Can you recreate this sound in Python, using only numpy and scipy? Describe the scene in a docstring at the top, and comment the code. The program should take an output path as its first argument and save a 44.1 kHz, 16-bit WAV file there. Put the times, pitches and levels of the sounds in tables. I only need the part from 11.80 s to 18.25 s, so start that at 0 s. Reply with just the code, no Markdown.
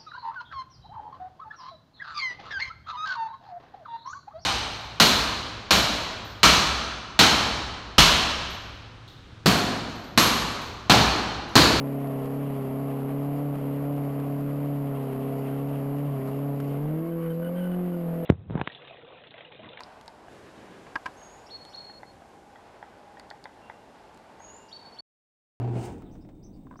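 """A four-cylinder car does a burnout on a dirt lane, heard from close behind its exhaust.
From the start, periodic firings drone over turbulent gas puffs, tyre scrub and low buffeting. Grit ticks,
and the engine stumbles and spits near 0.5, 1.8 and 4.5 s. Stick-slip chirps begin at 3.5 s and crowd
together after 5 s, as the car pulls away with rising revs. Throughout, a small camera overloads on the
pulses and adds a thin fizz by holding each of its samples."""
import sys
import numpy as np
from scipy import signal
from scipy.fft import rfft, irfft, next_fast_len
from scipy.io import wavfile
from scipy.ndimage import uniform_filter1d

SR = 44100
rng = np.random.default_rng(int(sys.argv[2]) if len(sys.argv) > 2 else 0)


def unload_audio(sound):
    """Save the sound as a 16-bit wav file, at the path given as the first command line argument."""
    columns = np.transpose(np.atleast_2d(sound))
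    # keep every value between -1 and 1, then stretch to whole-number steps
    steps = np.round(np.clip(columns, -1, 1) * 32767)
    wavfile.write(sys.argv[1], SR, steps.astype(np.int16))


N = 284445
TIME = np.arange(N) / SR
HELD_HZ = 140  # nominal firing rate with the car held

# engine speed, hunting while the tyres spin, then climbing: t/s, firing rate f/Hz
REVS = [(0.0, 138.2), (0.23, 139.4), (0.43, 135), (0.63, 141), (0.87, 133.9), (1.03, 139.2), (1.22, 136.9),
        (1.39, 141), (1.65, 144.1), (1.84, 139.3), (2.13, 143.2), (2.33, 139.9), (2.89, 143.4),
        (3.16, 138.5), (3.33, 133.7), (3.49, 136.8), (3.69, 137.1), (3.92, 141.3), (4.02, 138.3),
        (4.26, 144.4), (4.4, 133.8), (4.67, 142), (4.79, 140), (4.96, 141), (5.28, 168), (5.53, 164.4),
        (5.8, 179), (6.05, 178.5), (6.3, 167.4), (6.45, 168)]
# the getaway: t/s, share of pulling away (0-1), reflection lead/firings, weak cylinder's place/firings
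PULL_AWAY = [(4.85, 0.03, .13, 1.56), (5.25, 0.99, .37, 2.54)]
# a bang in the pipe, then a few weak firings: t/s, bang level/dB, dip/dB
STUMBLES = [(0.457, -37, 1), (1.759, -34, 2.5), (4.488, -32, 1)]


def gain_of(db):
    """Amplitude ratio of a level in decibels."""
    return 10 ** (np.asarray(db) / 20)


def unit_rms(x):
    """Normalisation to rms 1."""
    return x / np.sqrt(np.mean(x ** 2) + 1e-20)


def curves(table):
    """Linear interpolation of each column over time."""
    times, *columns = np.transpose(table)
    return [np.interp(TIME, times, column) for column in columns]


def coloured(x, points):
    """Spectral shaping by (f/Hz, level/dB) points, at rms 1."""
    hz, db = np.transpose(points)
    size = next_fast_len(N)
    f = np.fft.rfftfreq(size, 1 / SR)
    response = gain_of(np.interp(np.log(f + 1), np.log(hz), db))
    return unit_rms(irfft(rfft(x, size) * response, size)[:N])


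def wander(rate_hz):
    """Random modulation: low-passed noise of rms 1."""
    smooth = signal.butter(2, rate_hz, fs=SR, output="sos")
    return unit_rms(signal.sosfilt(smooth, rng.standard_normal(N + SR))[SR:])


def add(mix, start_s, sound):
    """Superposition of a sound on the mix."""
    part = mix[max(round(start_s * SR), 0):][:len(sound)]
    part += sound[:len(part)]


def band_pass(x, hz, width_hz):
    """Band-pass filtering of gain 1, with a double pole for steep sides."""
    carrier = np.exp(2j * np.pi * hz * TIME)
    pole = np.exp(-np.pi * 1.5 * width_hz / SR)
    return 2 * (carrier * signal.lfilter([(1 - pole) ** 2], [1, -2 * pole, pole * pole], x / carrier)).real


def load_level(held_db, leaving_db, db_per_hz, db_per_s):
    """Load dependence: a rough layer swells as the tyres drag the engine down, until the car leaves."""
    firing_hz, = curves(REVS)
    pulling, *_ = curves(PULL_AWAY)
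    loaded_db = held_db + db_per_hz * (HELD_HZ - firing_hz) + db_per_s * TIME
    return (1 - pulling) * loaded_db + pulling * leaving_db


def note_levels(firing_hz, pulling, leaving_db, sag_s=0.035, flutter_db=0.29):
    """Pipe resonance: speed tunes each harmonic on or off a peak; the higher ones flutter more."""
    # the note with the car held: harmonic, level/dB at HELD_HZ, then its slopes against
    # extra speed/(dB/Hz), deceleration/(dB/(Hz/s)) and time/(dB/s)
    held_note = [(1, -33, 0.5, 0.0374, 0.24), (2, -34, 0.47, -0.0518, -0.33), (3, -42, -0.74, 0.0077, 0.1),
                 (4, -49.5, 0.77, 0, 0.18)]
    acceleration = uniform_filter1d(np.gradient(firing_hz) * SR, round(sag_s * SR))
    sag = np.maximum(-acceleration, 0)
    levels = []
    for (harmonic, db, by_speed, by_sag, by_time), away_db in zip(held_note, leaving_db):
        held_db = db + by_speed * (firing_hz - HELD_HZ) + by_sag * sag + by_time * TIME
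        levels.append((1 - pulling) * held_db + pulling * away_db + flutter_db * harmonic * wander(6.8))
    return levels


def firing_note(turns, lead, levels_db, boom_db=0.5, reflection_db=1.34):
    """Reflection at an open pipe end adds a sharp, inverted pulse to each firing's round boom."""
    boom = gain_of(levels_db[0] + boom_db) * np.cos(2 * np.pi * turns)
    reflection = sum(gain_of(db) * np.cos(2 * np.pi * harmonic * (turns + lead))
                     for harmonic, db in enumerate(levels_db[1:], 2))
    return np.sqrt(2) * (boom - gain_of(reflection_db) * reflection)


def burble(turns, lead, weak_at, orders, waver):
    """Subharmonics: one weak cylinder in four gives lines at multiples of a quarter of the firing rate."""
    out = np.zeros(N)
    for order, db in orders:
        multiple = order / 4
        place = turns - weak_at if multiple % 1 else turns + lead  # whole multiples sharpen the reflection
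        phase = 2 * np.pi * multiple * place + waver * order * wander(2.6)
        out -= gain_of(db) * (1 + waver * order * wander(2.47)) * np.cos(phase)
    return np.sqrt(2) * out


def firing_strength(scatter_db=0.51, recover_s=0.032):
    """Cyclic variation: combustion scatters from stroke to stroke and sags after each stumble."""
    db = scatter_db * wander(61)
    for start_s, _, dip_db in STUMBLES:
        db -= dip_db * np.exp(-((TIME - start_s - recover_s) / recover_s) ** 2)
    return gain_of(db)


def rasp(turns, pulling, depth=0.28, lope=0.11, lag_turns=0.087):
    """Turbulent jet noise, modulated into a puff per firing; it hollows out as the car goes."""
    # gas noise density at the pipe mouth: f/Hz, level/dB held, level/dB pulling away (both relative)
    gas_spectrum = [(60, -5.5, -18), (151, -20, -16), (293, -8.5, 0), (490, -2.5, 3), (652, 4.5, 1.5),
                    (860, -4.5, -12), (1120, -4.5, -10), (1530, -16, -13), (2240, -19, -22),
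                    (3600, -30, -29), (6000, -39.5, -43)]
    puff = np.exp(depth * np.cos(2 * np.pi * (turns - lag_turns)) + lope * np.cos(np.pi * turns))
    gas = puff * rng.standard_normal(N)
    near = coloured(gas, [(hz, db) for hz, db, _ in gas_spectrum])
    far = coloured(gas, [(hz, db) for hz, _, db in gas_spectrum])
    return (1 - pulling) * near + pulling * far


def exhaust(jitter_turns=0.0052, rasp_gain_db=4.5, distance_db=-2.5, gust_db=0.52):
    """Phase locking: one crankshaft times note, burble and rasp."""
    # lines from unequal cylinders, held and pulling away: multiple of the cycle rate, relative level/dB
    held_orders = [(1, -29), (2, -19.5), (3, -18.5), (5, -11), (6, -8.5), (7, -2), (9, -11.5), (10, -16.5),
                   (11, -14.5), (13, -13), (14, -6), (15, -19), (17, -15), (18, -15), (19, -13.5),
                   (20, -11), (22, -21.5), (23, -19.5), (24, -20.5), (26, -27.5), (28, -24.5), (32, -24)]
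    pulling_orders = [(1, -25), (2, -29), (3, -17), (5, -8), (6, -1.5), (7, -6), (9, -11.5), (10, -15),
                      (11, -4.5), (13, -13), (14, -14), (15, -8.5), (17, -24), (18, -18), (19, -20),
                      (20, -23), (24, -27.5), (28, -32)]
    # the exhaust as the car leaves: t/s, then base level/dB of harmonics 1-4, burble and rasp
    drive_off = [(5.07, -30, -39.5, -39, -71, -36.5, -42.5), (5.26, -35, -33.5, -42.5, -46.5, -45.5, -51.5),
                 (5.48, -30.5, -39.5, -34, -59.5, -49.5, -52), (5.7, -33, -50, -36.5, -55, -41.5, -48),
                 (5.81, -29, -47, -38.5, -64, -42.5, -51), (5.99, -28.5, -36, -47.5, -49.5, -43, -46),
                 (6.18, -31.5, -38.5, -41.5, -55, -43, -50), (6.32, -30, -51, -43, -50, -40, -44),
                 (6.44, -33, -40, -35, -46, -38.5, -48)]
    firing_hz, = curves(REVS)
    *leaving_db, leaving_burble_db, leaving_rasp_db = curves(drive_off)
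    pulling, lead, weak_at = curves(PULL_AWAY)
    turns = np.cumsum(firing_hz) / SR + jitter_turns * wander(55.0)  # one turn of phase per firing
    note = firing_note(turns, lead, note_levels(firing_hz, pulling, leaving_db))
    held = burble(turns, lead, weak_at, held_orders, waver=0.026)
    leaving = burble(turns, lead, weak_at, pulling_orders, waver=0.019)
    burble_db = load_level(-40, leaving_burble_db, db_per_hz=0.33, db_per_s=-0.15)
    uneven = gain_of(burble_db) * ((1 - pulling) * held + pulling * leaving)
    gas_db = load_level(-47, leaving_rasp_db + distance_db, db_per_hz=0.1, db_per_s=-0.26)
    gas_db += rasp_gain_db + gust_db * wander(8) + gas_surges()
    return firing_strength() * (note + uneven) + gain_of(gas_db) * rasp(turns, pulling)


def tyre_scrub(grit_per_s=700, grit_spread_db=3, grit_share=0.24,
               flutter_db=0.23, waver_db=2, gain_db=1, surge_db=0.85):
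    """Friction noise of spinning rubber on grit: bands of hiss, each wavering at random in level."""
    # bands of tyre hiss: f/Hz, width/Hz, relative level/dB
    hiss_bands = [(1110, 170, -2.5), (1370, 300, -2), (2070, 716, -1), (2705, 720, -4), (3780, 990, -13.5),
                  (4550, 770, -16), (5410, 370, -24)]
    level_db = load_level(-59, -61.5, db_per_hz=0.15, db_per_s=0.05) + surge_db * wander(5.6)
    grain_size = gain_of(grit_spread_db * np.minimum(rng.exponential(1, N), 4))
    grit = unit_rms(grain_size * rng.standard_normal(N) * (rng.random(N) < grit_per_s / SR))
    friction = rng.standard_normal(N) + grit_share * grit
    scrub = sum(gain_of(db + waver_db * wander(14)) * unit_rms(band_pass(friction, hz, width))
                for hz, width, db in hiss_bands)
    return gain_of(level_db + gain_db + flutter_db * wander(31)) * scrub


def buffeting(level_db=-65):
    """Pressure fluctuations in the air behind the car make a low rumble."""
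    # noise density of the air: f/Hz, relative level/dB
    air_spectrum = [(10, 0), (30, 9), (80, -1), (130, 3), (300, -25), (1000, -60)]
    return gain_of(level_db) * coloured(rng.standard_normal(N), air_spectrum)


def ticks_and_spits():
    """Exponentially decaying noise bursts: ticks of grit, and exhaust spits at the stumbles."""
    # short noise bursts: t/s, level/dB, decay time/s
    bursts = [(0.272, -41.5, 0.0037), (0.457, -41, 0.005), (1.755, -46, 0.0039), (2.40, -41, 0.0029),
              (4.185, -41, .003), (4.473, -43.5, 0.019), (4.802, -36.5, 0.0055), (4.935, -50, 0.0054),
              (5.041, -53, .001), (5.63, -51, .001)]
    t, envelope = np.arange(SR // 10) / SR, np.zeros(N)
    for start_s, db, decay_s in bursts:
        add(envelope, start_s, gain_of(db) * np.exp(-t / decay_s))
    return envelope * coloured(rng.standard_normal(N), [(300, 4), (1200, 4), (3000, -9), (6000, -14.5)])


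def gas_surges(spit_db=3, spit_s=0.018):
    """Transient flow: the rise in gas noise, in dB, as the pipe spits at each stumble."""
    return sum(spit_db * np.exp(-((TIME - start_s + spit_s / 2) / spit_s) ** 2)
               for start_s, _, _ in STUMBLES)


def bangs(ring_hz=190, decay_s=0.01):
    """Damped oscillation: unburnt fuel thumps in the pipe."""
    t, out = np.arange(SR // 20) / SR, np.zeros(N)
    for start_s, db, _ in STUMBLES:
        add(out, start_s, gain_of(db) * np.exp(-t / decay_s) * np.sin(2 * np.pi * ring_hz * t))
    return out


def squeal(quaver=0.0173, rough=0.5, octave_rough=0.48, gain_db=1):
    """Stick-slip oscillation of the tread gives rough, quavering chirps with an octave above."""
    # the tyres find grip: t/s, duration/s, f/Hz, base level/dB, octave's relative level/dB
    chirps = [(3.549, 0.32, 1360, -60, -5), (3.65, 0.13, 1570, -58, -14), (5.20, .12, 1092, -48.5, -12),
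              (5.305, 0.058, 1545, -55, -8), (5.35, .15, 1117, -46.5, -18), (5.40, 0.11, 1487, -52.5, -12),
              (5.494, 0.045, 1510, -52, -5), (5.607, 0.098, 1470, -48, -6), (5.677, 0.13, 1140, -54.5, -12),
              (5.741, 0.076, 1552, -51, -7), (5.788, 0.12, 1493, -48.5, -9),
              (5.904, 0.054, 1482, -50.5, -4), (6.11, 0.059, 1457, -55, -8.5)]
    out = np.zeros(N)
    warped_time = np.cumsum(1 + quaver * wander(109)) / SR
    flutter, octave_flutter = 1 + rough * wander(130), 1 + octave_rough * wander(90)
    for start_s, length_s, hz, db, octave_db in chirps:
        span = slice(round(start_s * SR), round((start_s + length_s) * SR))
        phase = 2 * np.pi * hz * warped_time[span]
        octave = gain_of(octave_db) * octave_flutter[span] * np.sin(2 * phase)
        chirp = flutter[span] * np.sin(phase) + octave
        add(out, start_s, gain_of(db + gain_db) * signal.windows.tukey(len(phase), 0.6) * chirp)
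    return out


def scene():
    """Superposition of all sources at one point low behind the car."""
    return (buffeting() + exhaust() + tyre_scrub() + ticks_and_spits() + bangs() + squeal())[None]


def record(dry, ceiling_db=-24, knee=14, camera_hz=12000, edge_hz=15500):
    """Saturation flattens the peaks; a zero-order hold mirrors the spectrum about the camera's rate."""
    clipped = dry / (1 + abs(dry / gain_of(ceiling_db)) ** knee) ** (1 / knee)
    coarse = signal.resample_poly(clipped, camera_hz, SR, axis=1)
    held = signal.resample_poly(np.repeat(coarse, 4, axis=1), SR, 4 * camera_hz, axis=1)[:, :N]
    low_pass = signal.firwin(801, edge_hz, window=("kaiser", 9), fs=SR)
    return signal.oaconvolve(held, low_pass[None], "same")


dry = scene()
out = record(dry)
unload_audio(out)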